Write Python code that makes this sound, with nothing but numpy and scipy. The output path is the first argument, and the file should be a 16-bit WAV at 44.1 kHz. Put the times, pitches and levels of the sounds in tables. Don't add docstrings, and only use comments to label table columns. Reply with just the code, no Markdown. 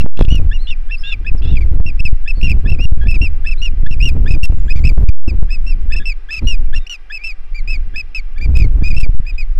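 import sys
import numpy as np
from scipy import signal
from scipy.fft import rfft, irfft, next_fast_len
from scipy.io import wavfile
from scipy.ndimage import uniform_filter1d

SR = 44100
rng = np.random.default_rng(int(sys.argv[2]) if len(sys.argv) > 2 else 0)


def unload_wav(signal):
    wavfile.write(
        sys.argv[1],
        SR,
        np.round(np.clip(np.atleast_2d(signal).T, -1, 1) * 32767).astype(np.int16),
    )


N = 422919
TIME = np.arange(N) / SR

# [start_s, relative_level_db]
GUST_CURVE = [(0, -13.5), (.25, -16.5), (.5, -24), (.6, -37), (1, -41.5), (1.3, -30), (1.53, -20),
              (1.78, -21), (2.28, -50.5), (2.44, -20.5), (3.2, -22.5), (3.55, -36), (3.8, -26), (4.35, -17),
              (4.68, -24.5), (5.03, -14), (5.45, -26.5), (5.6, -33), (6.02, -26), (6.15, -66), (6.36, -43),
              (6.44, -18.5), (6.55, -31.5), (6.78, -30.5), (6.88, -67.5), (7.6, -47.5), (7.69, -30.5),
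              (7.9, -34), (8.28, -58.5), (8.47, -19), (8.75, -19), (9.05, -28.5), (9.2, -38.5),
              (9.55, -44.5)]
# [start_s, relative_level_db]
HEAVE_CURVE = [(0.0, -2.5), (0.18, -4.5), (1.25, -21.5), (1.33, -11.5), (5.13, -8.5), (5.34, -26),
               (5.4, -11), (5.98, -8.5), (6.38, -34), (6.46, -5), (6.78, -7), (6.89, -34), (7.74, -13),
               (8.14, -27), (8.19, -19), (9.1, -4), (9.18, -19.5), (9.55, -11)]
# [frequency_hz, relative_level_db]
SWAY_SPECTRUM = [(3, -10), (8, 5.5), (16, 3), (27, -1), (40, -16.5), (70, -51.5), (200, -99)]
BUFFET_SPECTRUM = [(15, -23), (33, 1.5), (48, 3.5), (70, 0), (110, -24.5), (250, -80)]
EDDY_SPECTRUM = [(40, -21), (75, 2), (100, -1), (150, -12.5), (250, -16.5), (400, -25.5), (700, -38.5),
                 (1500, -49.5), (4000, -100)]
# [start_s, end_s]
HELD_BLASTS = [(.024, .045), (.066, .166), (.261, .282), (1.319, 1.347), (1.694, 1.716), (1.778, 1.8),
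               (1.81, 1.858), (2.006, 2.053), (2.086, 2.13), (2.418, 2.43), (2.856, 2.922), (2.934, 2.974),
               (3.073, 3.085), (3.18, 3.211), (3.836, 3.86), (3.872, 3.909), (4.379, 4.432), (4.459, 4.5),
               (4.548, 4.574), (4.725, 4.759), (4.937, 4.975), (5.045, 5.09), (5.101, 5.277),
               (5.389, 5.427), (9.068, 9.094), (9.15, 9.2)]
# [start_s, spacing_s, count, typical_hold_s]
VORTEX_TRAINS = [(.177, .018, 4, .012), (.294, .027, 3, .004), (1.517, .0142, 4, .007),
                 (2.437, .036, 3, .007), (2.706, .03, 2, .012), (4.018, .029, 2, .009),
                 (4.298, .032, 2, .007), (4.844, .018, 3, .007), (8.573, .0195, 4, .01),
                 (8.888, .0322, 5, .014)]
BLAST_PUSH, BLAST_RISE_S = 1.45, .009
# [start_s, relative_level_db]
HARD_THUMPS = [(0.062, -16.5), (.192, -13.5), (.211, -6), (0.244, -16), (.4, -27), (1.351, -28),
               (1.613, -32.5), (1.802, -25.5), (2.972, -22.5), (4.166, -27), (4.5, -30), (4.524, -25),
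               (4.979, -21.5), (5.429, -26), (6.424, -30), (9.064, -26)]
# [start_s, relative_level_db]
LOUD_SNAPS = [(.192, -28), (0.211, -37), (.2239, -34), (0.2393, -30), (2.4414, -30), (2.7003, -24.5),
              (2.84, -26), (4.056, -23.5), (4.075, -26), (4.439, -18.5), (8.5714, -19), (9.0004, -40)]
OVERLOAD_KNEE = 22
CUTOFF_HZ = 16000

# [frequency_hz, relative_level_db]
RUSH_SPECTRUM = [(100, 11.5), (400, 3), (800, 2), (1600, 4), (2500, 4.5), (3200, -4.5), (4400, -11),
                 (5200, -9.5), (6500, -21.5), (11000, -27), (16000, -44.5)]
# [start_s, level_db]
RUSH_LEVEL = [(0.0, -50.5), (9.59, -51.5)]
HOUSING_ECHO_S, HOUSING_ECHO_DB = .002517, -5
HUM_HZ, HUM_DB = 550, -69
# (start_s, end_s, centre_pitch_hz, peak_level_db)
WHISTLE = (4.5, 5, 7205.5, -56.5)

# [start_s, end_s, crest_hz, relative_level_db, rasp_db, crest_place]
FALLING_CHIRPS = [(.002, 0.038, 2700, -25.5, -12, 0.08), (0.282, .395, 2947, -23.5, -22.5, 0.45),
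                  (0.706, 0.743, 2790, -25, -35, 0.1), (1.118, 1.154, 2643, -21, -22, .02),
                  (1.557, 1.591, 2540, -25, -46.5, 0.034), (1.608, 1.642, 2370, -32.5, -19.5, 0.12),
                  (1.862, 1.912, 2736, -25.5, -48, 0.25), (1.993, 2.087, 2770, -19, -39.5, 0.41),
                  (2.413, 2.5, 2790, -19, -29, 0.39), (2.495, 2.534, 2670, -18.5, -48, 0.083),
                  (2.787, 2.891, 2825, -25, -27.5, 0.49), (3.141, 3.173, 2630, -22, -24, 0.19),
                  (3.215, 3.282, 2763, -18.5, -39.5, 0.27), (3.509, 3.544, 2657, -23.5, -26.5, 0.23),
                  (3.616, 3.692, 2850, -21.5, -26, 0.34), (3.925, 3.948, 2750, -26, -50.5, 0.09),
                  (4.002, 4.108, 2833, -18, -50, 0.48), (4.415, 4.499, 2730, -17, -57, 0.28),
                  (4.752, 4.805, 2380, -36.5, -10, 0.46), (4.838, 4.907, 2637, -19, -32.5, 0.47),
                  (5.075, 5.103, 2546, -29, -18, 0.15), (5.278, 5.316, 2666, -28.5, -32, 0.036),
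                  (5.665, 5.742, 2720, -32, -31, 0.31), (6.055, 6.133, 2670, -21.5, -55, .22),
                  (6.363, 6.402, 2646, -22.5, -23.5, 0.26), (6.471, 6.558, 2860, -20.5, -27.5, 0.07),
                  (6.862, 6.882, 2850, -29.5, -32, 0.61), (6.895, 6.966, 2890, -25, -20, 0.05),
                  (7.237, 7.33, 2672, -22.5, -31.5, 0.29), (7.545, 7.612, 2387, -30.5, -45, 0.37),
                  (7.675, 7.771, 2615, -22.5, -32, .39), (8.147, 8.206, 2596, -21, -27.5, .16),
                  (8.552, 8.66, 2540, -23.5, -23.5, .25), (8.939, 9.059, 2680, -21.5, -28, 0.45),
                  (9.38, 9.437, 2523, -27, -42, 0.24)]
CHIRP_DROP = .19
# [start_s, end_s, low_voice_hz, high_voice_hz, relative_level_db, rasp_db]
TWO_VOICED_SCREECHES = [(.165, 0.26, 2770, 3590, -33.5, -9), (0.67, 0.721, 2920, 3580, -32, -20),
                        (1.036, 1.137, 2786, 3660, -28.5, -21.5), (1.419, 1.579, 2730, 3565, -39.5, -11)]
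SCREECH_LOW_DROP, SCREECH_HIGH_DROP = 0.033, 0.11
# [start_s, end_s, crest_hz, relative_level_db, rasp_db, relative_level_db of the scoop before it]
ARCHED_CHIPS = [(0.528, 0.577, 2840, -30.5, -39.5, -29), (0.91, 0.961, 2726, -23, -35.5, -36),
                (1.265, 1.304, 2606, -22.5, -39.5, -35), (2.276, 2.319, 2674, -20, -33, -33.5),
                (2.671, 2.755, 2700, -25.5, -29, -30.5), (3.07, 3.139, 2647, -21, -41, -37),
                (3.462, 3.506, 2654, -21.5, -34, -33.5), (3.875, 3.928, 2800, -27, -19, -26.5),
                (4.278, 4.358, 2584, -24.5, -24, -28.5), (4.699, 4.751, 2556, -22.5, -38.5, -32),
                (5.504, 5.564, 2626, -28.5, -34, -41), (5.921, 5.95, 2620, -22, -36, -31.5),
                (5.958, 5.997, 2700, -23, -29, -35.5), (6.306, 6.365, 2654, -21, -25, -29),
                (6.747, 6.792, 2780, -26, -21, -26), (7.118, 7.184, 2625, -24.5, -56, -27.5),
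                (7.958, 8.019, 2620, -19.5, -34, -33.5), (8.379, 8.392, 2360, -32.5, -32, -43),
                (8.411, 8.464, 2423, -28.5, -28.5, -43.5), (8.833, 8.935, 2523, -23.5, -25.5, -45.5),
                (9.264, 9.318, 2555, -30, -33, -47.5)]
CHIP_CREST, CHIP_DROP = .48, .085
SCOOP_S, SCOOP_OVERLAP_S, SCOOP_HZ, SCOOP_RISE = .026, 0.0067, 1806, 0.14
# [start_s, end_s, crest_hz, relative_level_db, share_of_pitch_lost, crest_place]
THIN_SQUEAKS = [(0.586, 0.675, 4270, -45.5, 0.1, 0.51), (.966, 1.029, 5340, -40.5, .1, 0.61),
                (1.376, 1.408, 5330, -45, 0.3, 0.05), (2.352, 2.42, 4460, -47.5, .15, .35),
                (3.565, 3.615, 4150, -43.5, .11, 0.6), (6.001, 6.059, 3630, -49, 0.099, 0.27),
                (6.443, 6.478, 4100, -48.5, 0.061, 0.3), (6.776, 6.864, 3720, -52, 0.084, .53),
                (7.184, 7.255, 2430, -33, .022, 0.93), (9.337, 9.37, 3630, -55, 0.044, .1)]
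SQUEAK_RASP_DB = -24
# [start_s, end_s, pitch_hz, relative_level_db, rasp_db]
LEVEL_CROAKS = [(1.029, 1.118, 1630, -39.5, -42.5), (3.013, 3.047, 1646, -33.5, -20),
                (5.998, 6.034, 1680, -36, -46)]

# [start_s, relative_level_db]
SECOND_HARMONIC = [(.3, -19), (1.198, -23.5), (2, -14), (2.499, -18), (3.6, -15), (4.4, -12.5), (5.5, -7.5),
                   (6.1, -10.5), (8.101, -12), (9.4, -11.5)]
SCREECH_SECOND_DB, SQUEAK_SECOND_DB, LOW_SECOND_DB = -32, -23.5, -10.5
# [frequency_hz, level_db re the second harmonic]
THROAT_COLOUR = [(5000, -7.5), (6600, -14.5), (8300, -19.5), (9300, -29.5), (10500, -35.5), (12000, -25.5),
                 (13200, -30.5), (15500, -34.5)]
LOW_REGISTER_HZ = 2050
JITTER, ROUGH_JITTER, VOICE_NOISE_DB, ROUGH_NOISE_DB = .003, .045, -43, -1


def from_db(db):
    return 10 ** (np.asarray(db) / 20)


def rms_one(x):
    return x / np.sqrt(np.mean(x ** 2) + 1e-20)


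def butter(x, hz, kind, order=2):
    return signal.sosfilt(signal.butter(order, min(hz, .45 * SR), kind, fs=SR, output="sos"), x)


def flutter(rate_hz):
    return rms_one(butter(rng.standard_normal(N), rate_hz, "low"))


def coloured_noise(spectrum):
    hz, db = np.transpose(spectrum)
    size = next_fast_len(N)
    bins_hz = np.maximum(np.arange(size // 2 + 1) * SR / size, 1)
    gain = from_db(np.interp(np.log(bins_hz), np.log(hz), db))
    white = rfft(rng.standard_normal(size))
    return rms_one(irfft(white * gain, size)[:N])


def evened(x, span_s):
    power = uniform_filter1d(x ** 2, max(int(span_s * SR), 2))
    return x / np.sqrt(power + 1e-3)


def delayed(x, seconds):
    return np.pad(x, (round(seconds * SR), 0))[:N]


def in_time(rows):
    s, *columns = np.transpose(rows)
    return [np.interp(TIME, s, column) for column in columns]


def saturate(x, limit, knee):
    return x / (1 + np.abs(x / limit) ** knee) ** (1 / knee)


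def eddy_level(offset_db=-2.5, growth=1.108):
    return offset_db + growth * in_time(GUST_CURVE)[0]


def overloads(unevenness=.18):
    yield from HELD_BLASTS
    for start, spacing, count, hold in VORTEX_TRAINS:
        for k in range(round(count)):
            vortex_start = start + k * spacing
            yield vortex_start, vortex_start + hold * np.exp(unevenness * rng.standard_normal())


def thumps(level_db=9, body_hz=260, per_s=45, stray_db=-4, spread_db=4):
    eddy_db = eddy_level()
    sign = rng.choice([-1, 1], N)
    strikes = rng.random(N) < per_s / SR
    scatter_db = spread_db * np.clip(rng.standard_normal(N), -2, 2)
    kicks = strikes * from_db(eddy_db + stray_db + scatter_db)
    for s, db in HARD_THUMPS:
        kicks[int(s * SR)] += from_db(db + level_db)
    age = 2 * np.pi * body_hz * TIME[:SR // 50]
    slap = age * np.exp(1 - age) * np.cos(age / 2)
    return signal.fftconvolve(kicks * sign, slap)[:N]


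def wind(sway_db=3.0, buffet_db=7.5, strong_db=-26, surge=0.26, ceiling=1.0, lump_db=4.5, lumps_hz=22):
    (gust_db,), (heave_db,) = in_time(GUST_CURVE), in_time(HEAVE_CURVE)
    sway = from_db(heave_db + sway_db) * evened(coloured_noise(SWAY_SPECTRUM), .1237)
    buffet = from_db(gust_db + buffet_db) * evened(coloured_noise(BUFFET_SPECTRUM), .12)
    eddy_db = eddy_level() + lump_db * flutter(lumps_hz)
    eddies = from_db(eddy_db) * evened(coloured_noise(EDDY_SPECTRUM), 0.022)
    extra_db = surge * np.maximum(gust_db - strong_db, 0)
    pressure = (sway + buffet + eddies) * from_db(extra_db)
    pressure = saturate(pressure, ceiling, knee=3.21)
    for start, end in overloads():
        first = max(int((start - BLAST_RISE_S) * SR), 0)
        near = slice(first, int((end + BLAST_RISE_S) * SR))
        rise_s = min(BLAST_RISE_S, end - start)
        inside = np.minimum(TIME[near] - start, end - TIME[near]) / rise_s
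        hold = np.sin(np.pi / 2 * np.clip(inside + .5, 0, 1)) ** 2
        target = BLAST_PUSH * np.sign(pressure[int(start * SR)])
        pressure[near] += hold * (target - pressure[near])
    return pressure + thumps()


def rush():
    noise = coloured_noise(RUSH_SPECTRUM)
    echo = from_db(HOUSING_ECHO_DB) * delayed(noise, HOUSING_ECHO_S)
    level_db, = in_time(RUSH_LEVEL)
    return from_db(level_db) * rms_one(noise + echo)


def hum(spread_hz=6):
    phase = 2 * np.pi * np.cumsum(HUM_HZ + spread_hz * flutter(27)) / SR
    return from_db(HUM_DB + 1.3 * flutter(2.5)) * np.sin(phase)


def arch(crest_hz, drop, crest=.5):
    crest = np.clip(crest, 0, .7)
    from_crest = (np.array([0, .5, 1]) - crest) / (1 - crest)
    return crest_hz * (1 - drop * from_crest ** 2)


def notes():
    when, second_db = np.transpose(SECOND_HARMONIC)
    for start, end, hz, db, rasp_db, crest in FALLING_CHIRPS:
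        yield start, end, arch(hz, CHIRP_DROP, crest), db, np.interp(start, when, second_db), rasp_db
    for start, end, low_hz, high_hz, db, rasp_db in TWO_VOICED_SCREECHES:
        yield start, end, arch(low_hz, SCREECH_LOW_DROP), db, SCREECH_SECOND_DB, rasp_db
        yield start, end, arch(high_hz, SCREECH_HIGH_DROP), db, SCREECH_SECOND_DB, rasp_db
    scoop_hz = SCOOP_HZ * (1 - SCOOP_RISE * np.array([1, .5, 0]) ** 2)
    for start, end, hz, db, rasp_db, scoop_db in ARCHED_CHIPS:
        flip = start + SCOOP_OVERLAP_S
        yield flip - SCOOP_S, flip, scoop_hz, scoop_db, LOW_SECOND_DB, rasp_db
        chip_second_db = np.interp(start, when, second_db)
        yield start, end, arch(hz, CHIP_DROP, CHIP_CREST), db, chip_second_db, rasp_db
    for start, end, hz, db, drop, crest in THIN_SQUEAKS:
        yield start, end, arch(hz, drop, crest), db, SQUEAK_SECOND_DB, SQUEAK_RASP_DB
    for start, end, hz, db, rasp_db in LEVEL_CROAKS:
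        yield start, end, arch(hz, 0), db, LOW_SECOND_DB, rasp_db


def ospreys(shimmer=0.14, attack_s=0.0017, release_s=0.0078, sag_db=75, between_db=17,
            low_register_db=-11, level_db=0.5, overtone_db=1.0, bend=.09, flicker_db=1.52):
    out = np.zeros(N)
    waver, tremble, rasp, air = flutter(200), flutter(170), flutter(170), flutter(750)
    wander, flicker = flutter(60), flutter(70)
    throat_hz, throat_db = np.transpose(THROAT_COLOUR)
    for start, end, arch_hz, db, second_db, rasp_db in notes():
        at = np.arange(int(start * SR), min(int(max(end, start + .004) * SR), N))
        t = TIME[at] - TIME[at[0]]
        harsh = from_db(min(rasp_db, -6))
        pitch = np.polyval(np.polyfit([0, .5, 1], arch_hz, 2), t / t[-1])
        pitch *= 1 + bend * harsh * wander[at]
        jitter = (JITTER + ROUGH_JITTER * harsh) * waver[at]
        phase = 2 * np.pi * np.cumsum(pitch * (1 + jitter)) / SR
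        sag = np.minimum(pitch / np.median(pitch) - 1, 0)
        edges = np.minimum(t / attack_s, 1) * np.minimum((t[-1] - t) / release_s, 1)
        loudness_db = db + level_db + sag_db * sag + flicker_db * flicker[at]
        loudness = from_db(loudness_db) * np.sin(np.pi / 2 * edges) ** 2
        uneven = 1 + .5 * rasp[at]
        between = min(harsh * from_db(between_db), 1) * uneven
        doubling = 1 + harsh * uneven * np.cos(phase / 2)
        register = from_db(low_register_db * (pitch.mean() < LOW_REGISTER_HZ))
        upper = np.sin(2 * phase)
        for halves in range(5, 11):
            partial_hz = halves / 2 * pitch
            gain = from_db(np.interp(partial_hz, throat_hz, throat_db)) * (partial_hz < SR / 2)
            strength = between if halves % 2 else 1
            upper += register * gain * np.sin(halves / 2 * phase) * strength
        tone = np.sin(phase) + from_db(second_db + overtone_db) * upper
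        breath = (from_db(VOICE_NOISE_DB) + harsh * from_db(ROUGH_NOISE_DB)) * air[at]
        roughness = 1 + shimmer * tremble[at] + breath
        out[at] += loudness * roughness * doubling * tone
    return out


def shore(x, t60=1.0, wet_db=-35, tail_hz=6500):
    t = TIME[:SR]
    tail = rng.standard_normal(len(t)) * from_db(-60 * t / t60)
    scattered = signal.fftconvolve(x, tail / np.linalg.norm(tail))[:N]
    return x + from_db(wet_db) * butter(scattered, tail_hz, "low")


def snaps(dry, limit, level_db=-3, crackle_db=-29, decay_s=0.0017, low_hz=1500, high_hz=6000):
    crossing = np.diff(np.abs(dry) > limit, prepend=False)
    kicks = from_db(crackle_db) * crossing * np.abs(butter(dry, low_hz, "high"))
    for s, db in LOUD_SNAPS:
        kicks[int(s * SR)] += from_db(db + level_db)
    decay = np.exp(-TIME[:SR // 100] / decay_s)
    grit = rng.standard_normal(N) * signal.fftconvolve(kicks, decay)[:N]
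    return butter(butter(grit, low_hz, "high", order=1), high_hz, "low", order=1)


def far_whistle(wobble_hz=30):
    start, end, hz, db = WHISTLE
    progress = np.clip((TIME - start) / (end - start), 0, 1)
    swell = np.sqrt(np.abs(np.sin(np.pi * progress)))
    phase = 2 * np.pi * np.cumsum(hz + wobble_hz * flutter(100)) / SR
    return from_db(db) * swell * np.sin(phase)


def scene():
    return (shore(ospreys()) + rush() + hum() + far_whistle() + wind())[None]


def record(dry, limit=0.899, hiss_db=-80):
    held = saturate(dry, limit, knee=OVERLOAD_KNEE)
    coupled = butter(held, 0.18, "high", order=1)
    hiss = from_db(hiss_db) * rms_one(butter(rng.standard_normal(N), 1800, "low", order=1))
    out = coupled + snaps(dry[0], limit) + hiss
    return signal.sosfilt(signal.ellip(10, .1, 80, CUTOFF_HZ, fs=SR, output="sos"), out)


dry = scene()
out = record(dry)
unload_wav(out)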